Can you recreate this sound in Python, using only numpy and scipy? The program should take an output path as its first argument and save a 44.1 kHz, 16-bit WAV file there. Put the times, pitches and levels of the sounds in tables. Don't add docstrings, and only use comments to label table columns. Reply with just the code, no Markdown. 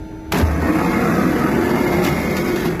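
import sys
import numpy as np
from scipy import signal
from scipy.fft import rfft, irfft, next_fast_len
from scipy.io import wavfile
from scipy.ndimage import uniform_filter1d

SR = 44100
rng = np.random.default_rng(int(sys.argv[2]) if len(sys.argv) > 2 else 0)


def invert_db(level):
    return 10 ** (np.asarray(level, dtype=float) / 20)


def pcm_store(signal):
    levels = np.round(np.clip(np.atleast_2d(signal), -1, 1) * 32767)
    wavfile.write(sys.argv[1], SR, levels.astype(np.int16).T)


N = 123479


def read(points, hz):
    f, value = np.transpose(points)
    return np.interp(np.log(hz + 1), np.log(f + 1), value)


def evened(x):
    return x / np.sqrt(np.mean(x ** 2) + 1e-20)


def colour(x, points):
    size = next_fast_len(len(x))
    gain = invert_db(read(points, np.fft.rfftfreq(size, 1 / SR)))
    return evened(irfft(rfft(x, size) * gain, size)[:len(x)])


def resonate(x, hz, *widths_hz):
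    turn = np.exp(2j * np.pi * np.cumsum(hz * np.ones(len(x))) / SR)
    x = x * turn.conj()
    for r in np.exp(-np.pi * np.abs(widths_hz) / SR):
        x = signal.lfilter([1 - r], [1, -r], x)
    return 2 * (turn * x).real


def wander(rate_hz):
    noise = rng.standard_normal(N + SR)
    return evened(signal.lfilter(*signal.butter(2, rate_hz, fs=SR), noise)[SR:])


def grit(per_s, spread_db):
    hits = rng.random(N) < per_s / SR
    size_db = spread_db * np.minimum(rng.exponential(1, N), 4)
    return hits * rng.standard_normal(N) * invert_db(size_db)


# frequency in Hz, level in dB.
MOTOR_TONES = [(48.4, -37), (317.6, -34.5), (403.7, -45), (640.6, -52), (888.2, -47), (1400, -57),
               (2239, -65), (3521, -69), (3768, -74), (4161, -68), (4802, -72.5), (6002, -64.5)]
# frequency in Hz, level in dB per Hz.
FLOOR_SPECTRUM = [(55, 4.5), (320, -10), (900, -23), (1150, -31), (1500, -24.5), (3300, -38), (6000, -45),
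                  (14000, -49)]
# time in seconds, level in dB.
SERVO_WHINE = [
    (.465, -75),
    (.472, -44),
    (.488, -50),
    (.5, -66),
    (.54, -68),
    (.546, -45),
    (.565, -54),
    (.585, -49),
    (.62, -66),
    (.7, -90),
]


def idle():
    t = np.arange(N) / SR
    tones = 0
    for hz, db in MOTOR_TONES:
        level = np.sqrt(2) * invert_db(db + 0.5 * wander(34))
        tones = tones + level * np.sin(2 * np.pi * (hz * t + 0.066 * wander(10.0)))
    whine_level = np.sqrt(2) * invert_db(np.interp(t, *np.transpose(SERVO_WHINE)))
    whine = whine_level * np.sin(2 * np.pi * (6080 * t + 0.27 * wander(60)))
    return tones + whine + invert_db(-30.5) * colour(rng.standard_normal(N), FLOOR_SPECTRUM)


# time in seconds, level in dB.
BED_BOOM = [
    (.31, -66),
    (.33, -23),
    (.39, -32),
    (.44, -15),
    (.51, -22),
    (.55, -23),
    (.66, -28.5),
    (.9, -38),
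    (1.05, -49),
]


def boom():
    t = np.arange(N) / SR
    level = np.sqrt(2) * invert_db(np.interp(t, *np.transpose(BED_BOOM)) + 4.4 * wander(15))
    return level * np.sin(2 * np.pi * (79 * t + 0.14 * wander(4.5)))


def plate(x, t60_s=0.092, ring_db=-3, turn_s=0.3977):
    t, span = np.arange(SR // 4) / SR, round(turn_s * SR)
    tails = rng.standard_normal((8, SR // 4)) * invert_db(-60 * t / t60_s)
    rung = np.zeros(N + SR)
    for k, tail in enumerate(tails):
        at = np.arange(max((k - 1) * span, 0), min((k + 1) * span, N))
        if len(at):
            faded = x[at] * np.cos(np.pi / 2 * (at / span - k))
            rung[at[0]:][:len(at) + len(t) - 1] += signal.oaconvolve(faded, tail)
    return evened(x + invert_db(ring_db) * evened(rung[:N]))


# time in seconds, roar level in dB, bristle hiss level in dB,
# main sheet mode in Hz, lift of the high modes in dB.
SHEET_TRAVEL = [(.33, -16.5, -40, 334, -11), (.42, -18.5, -36, 327, -8), (.53, -21, -44, 312, -24),
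                (.58, -22.5, -49, 303, -12), (.62, -21.5, -41.5, 298, -4), (.7, -16.5, -39.5, 315, -24),
                (.95, -15.5, -37.5, 335, 9.5), (1.15, -14, -37, 323, -17), (1.36, -16, -37, 325, -5),
                (1.55, -16.5, -38, 366, 4), (1.85, -17.5, -35.5, 367, 6), (2.05, -16, -34, 360, 6),
                (2.25, -20, -36, 379, 8), (2.55, -19.5, -34, 347, 3), (2.672, -20.5, -34.5, 385, 2),
                (2.78, -25, -52.5, 355, -14), (2.8, -22, -44, 382, 3)]
# frequency in Hz, level in dB per Hz.
ROAR_SPECTRUM = [(30, -40), (60, -14), (176, 0.5), (380, -3.5), (620, -9), (950, -12.5), (2200, -17),
                 (2700, -25.5), (3400, -40)]
# frequency in Hz, level in dB per Hz.
HISS_SPECTRUM = [(2000, -10), (2900, 1.5), (5000, 1), (7800, -7.5), (9300, -16), (10500, -5.5), (13000, -3),
                 (14200, -7)]
# frequency in Hz, width in Hz, level in dB.
SHEET_MODES = [(68.6, 8.4, -21.5), (138, 14, -26), (180.2, 25, -8.5), (250.3, 11, -15.5),
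               (452.5, 18, -12.5), (515, 17, -14.5), (715, 23, -21), (873, 16, -21.5), (1265, 100, -15.5),
               (1739, 33, -20), (1780, 74, -34), (2130, 51, -16), (2132, 16, -32), (2340, 29, -45)]


def travel():
    t = np.arange(N) / SR
    s, roar_db, hiss_db, main_hz, lift_db = np.transpose(SHEET_TRAVEL)
    on = np.clip((t - 0.312) / 0.031, 0, 1)
    lift_db = np.interp(t, s, lift_db)
    swell_db = 1.3
    modes = 0
    for hz, width_hz, db in SHEET_MODES:
        db = db + lift_db * (hz > 1500) + swell_db * wander(1.5)
        hz = hz * (1 + 0.004 * wander(4.8))
        modes = modes + invert_db(db) * evened(resonate(rng.standard_normal(N), hz, width_hz, 3 * width_hz))
    main = evened(resonate(rng.standard_normal(N), np.interp(t, s, main_hz), 44, 50))
    main = main * invert_db(-5 + swell_db * wander(3.4))
    broad = plate(colour(grit(per_s=4000, spread_db=2.28), ROAR_SPECTRUM)) * invert_db(0.13 * wander(17.0))
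    roar = evened(modes + main + invert_db(5.5) * broad)
    hiss = plate(colour(grit(per_s=9000, spread_db=2), [(1200, -50)] + HISS_SPECTRUM))
    hiss = hiss * invert_db(1.4 * wander(33))
    screw = invert_db(-60) * np.sin(2 * np.pi * 7806 * t)
    return on * (screw + roar * invert_db(np.interp(t, s, roar_db)) + hiss * invert_db(np.interp(t, s, hiss_db)))


# start in seconds, crack level in dB, frame thud level in dB,
# crack t60 in seconds, brightness in dB per octave.
MACHINE_KNOCKS = [(0.3207, -14, -45, 0.043, -0.5), (.327, -24.5, -35, .05, 2),
                  (.334, -20.5, -15.5, 0.071, -4.5), (.343, -20.5, -34, 0.05, -1.5),
                  (0.365, -21, -30, .06, -8), (0.353, -18, -18.5, 0.12, -3.5), (0.371, -24, -25, 0.098, 6),
                  (.384, -22.5, -18, 0.069, 6), (0.398, -15, -32, 0.062, -6.5),
                  (0.411, -22.5, -17.5, 0.061, -3.5), (0.6217, -47, -18, 0.054, 1.6),
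                  (0.674, -39.5, -25, .1, -.5), (0.784, -38, -35, 0.053, 0), (0.952, -29, -24, 0.11, -5),
                  (1.067, -32, -43, 0.053, 2), (1.75, -29, -31, 0.08, 3), (2.0392, -22.5, -37, 0.094, 5),
                  (2.047, -22, -32, 0.1, 5), (2.063, -20.5, -36, 0.19, -1.5), (2.3657, -24, -49, 0.13, 2),
                  (2.465, -31, -29, 0.084, -6), (2.5588, -21.5, -26, 0.064, -0.7),
                  (2.652, -24.5, -18, 0.12, -3.5), (2.795, -25.5, -16, 0.12, 1.5)]
# frequency in Hz, level in dB.
CRACK_SPECTRUM = [(200, -2.5), (400, -8), (900, 0.5), (1640, 0), (2580, 0), (7000, -11.5), (10500, -15),
                  (14300, -11)]
# frequency in Hz, level in dB, t60 in seconds.
FRAME_MODES = [(162.4, -2.5, 0.18), (234.5, -1, 0.3), (312, -9, 0.14), (392, 6.5, 0.057), (737, 6, 0.023),
               (897, 7, 0.026)]


def knocks():
    out, t = np.zeros(N + SR), np.arange(SR // 2) / SR
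    rattle = invert_db(2.46 * wander(300))
    for s, crack_db, thud_db, t60, tilt_db in MACHINE_KNOCKS:
        tilted = [(hz, db + tilt_db * np.log2(min(hz, 5000) / 1000)) for hz, db in CRACK_SPECTRUM]
        softness_db = 3.2 * (-17 - crack_db - max(tilt_db, 0))
        rise_s = min(0.0003 * invert_db(softness_db), 0.009)
        crack = colour(rng.standard_normal(len(t)), tilted) * np.minimum(t / rise_s, 1)
        crack *= rattle[round(s * SR) // 2:][:len(t)]
        tail = invert_db(-17 - 60 * t / 0.45) * np.minimum(t / 0.005, 1) * (1 - t / t[-1])
        crack *= invert_db(-60 * t / t60) + tail
        thud = 0
        for hz, db, ring_s in FRAME_MODES:
            level = invert_db(db + 0.57 * rng.standard_normal() - 60 * t / ring_s)
            thud = thud + level * np.sin(2 * np.pi * hz * t)
        thud = thud * np.minimum(t / 0.0053, 1)
        out[round(s * SR):][:len(t)] += invert_db(crack_db) * crack + invert_db(thud_db) * thud
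    return out[:N]


# start in seconds, length in seconds,
# frequency in Hz, level in dB.
MODE_SURGES = [(0.897, 0.14, 232, -26), (1.103, 0.13, 232, -26), (1.495, 0.12, 215, -24),
               (2.448, 0.065, 260, -25.5), (0.337, 0.065, 175, -21), (0.402, 0.033, 200.5, -21),
               (0.403, .1, 886, -34), (0.605, 0.099, 1480, -35), (0.613, 0.081, 1865, -32.5),
               (.55, 0.53, 999, -36), (1.385, 0.14, 138, -24.5), (2.04, 0.28, 75.7, -27.5),
               (2.297, 0.13, 80, -33.5), (2.605, 0.22, 168.8, -25), (0.503, 0.13, 167.4, -25),
               (0.653, .15, 312, -18), (0.736, 0.25, 872, -29.5), (0.758, 0.11, 1247, -30),
               (0.825, 0.22, 322, -26), (0.87, 0.044, 177.2, -23), (0.94, 0.044, 1270, -27.5),
               (.98, .13, 715, -25.5), (1.02, 0.094, 170, -22.5), (1.034, 0.041, 1310, -25),
               (1.055, 0.17, 338.8, -23.5), (1.135, 0.088, 172, -19), (1.155, 0.12, 1268, -26),
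               (1.17, 0.044, 713, -27.5), (1.249, 0.048, 181.2, -20), (1.26, .13, 312.7, -18.5),
               (1.366, 0.052, 716, -30), (1.4, .11, 1265, -28.5), (1.512, 0.3, 354.8, -21),
               (1.737, 0.068, 1251, -31), (1.762, 0.18, 355.6, -20), (1.927, 0.11, 356, -17.5),
               (1.724, 0.088, 175, -26), (1.774, 0.28, 2120, -36.5), (1.82, 0.13, 506.6, -30),
               (2.046, 0.085, 345.2, -19), (2.08, 0.06, 152, -20), (1.904, 0.17, 182, -24),
               (2.034, 0.13, 1296, -34), (2.14, 0.46, 2213, -35.5), (2.28, 0.19, 348, -23.5),
               (2.227, 0.19, 509.5, -27.5), (2.351, 0.11, 189.2, -25.5), (2.45, 0.16, 353, -20),
               (2.61, 0.13, 360.4, -21.5)]


def surges():
    out = np.zeros(N + SR)
    shake, sway = invert_db(2.5 * wander(32)), 0.11 * wander(15.9)
    for s, length, hz, db in MODE_SURGES:
        at = np.arange(round(s * SR), min(round((s + length) * SR), N))
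        swell = np.sin(np.pi * (at - at[0]) / len(at)) ** 0.43
        own = (at + round(hz) * 9) % N
        cycles = hz * at / SR + np.sqrt(hz / 350) * sway[own]
        out[at] += invert_db(db) * swell * shake[own] * np.sin(2 * np.pi * cycles)
    return np.sqrt(2) * out[:N]


def scene():
    return (idle() + boom() + travel() + knocks() + surges())[None]


def limiter(x, limit_db=-20, share=0.3, ceiling=0.9):
    power_db = 10 * np.log10(abs(uniform_filter1d(x ** 2, size=900, origin=400)) + 1e-12)
    excess_db = uniform_filter1d(np.maximum(power_db - limit_db, 0), size=400, origin=150)
    x = x / invert_db(share * excess_db)
    return ceiling * np.tanh(x / ceiling)


# frequency in Hz, threshold in dB against neighbouring bands.
GATE_THRESHOLD = [(800, -11), (1200, -8), (1600, -5.5), (2500, -5), (3300, -2.5), (4300, -3.5), (6000, -5),
                  (7900, -3.5), (8900, -6), (9600, -30)]


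def band_gate(hz, z):
    bands = (abs(z[:1024]) ** 2).reshape(128, 8, -1).mean(axis=1)
    level_db = 10 * np.log10(abs(uniform_filter1d(bands, size=3, axis=1)) + 1e-20)
    whim_db = 2.4 * evened(uniform_filter1d(rng.standard_normal(bands.shape), size=4, axis=1))
    contrast_db = level_db - uniform_filter1d(level_db, size=9, axis=0)
    margin_db = contrast_db + whim_db - read(GATE_THRESHOLD, hz[4:1024:8])[:, None]
    gate = np.repeat(np.clip(3 * margin_db, 0.005, 1), 8, axis=0)[np.minimum(np.arange(len(hz)), 1023)]
    top_db = level_db[16:46].mean(axis=0)
    gate[:, abs(np.roll(top_db, -2) - np.roll(top_db, 2)) > 10] = 1
    return gate


def microphone(hz):
    notch_db = -60 / (1 + ((hz - 8500) / 250) ** 4)
    edge_db = -45 * (hz > 14130)
    return invert_db(notch_db + edge_db) / (1 + (40 / (hz + 1)) ** 3)


def roll_off(x):
    return signal.sosfilt(signal.butter(12, 14970, fs=SR, output="sos"), x)


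def record(dry):
    hz, _, z = signal.stft(limiter(dry[0]), SR, nperseg=2048, noverlap=1536)
    z = z * band_gate(hz, z) * microphone(hz)[:, None]
    heard = signal.istft(z, SR, nperseg=2048, noverlap=1536)[1]
    return roll_off(heard[None, :N])


dry = scene()
out = record(dry)
pcm_store(out)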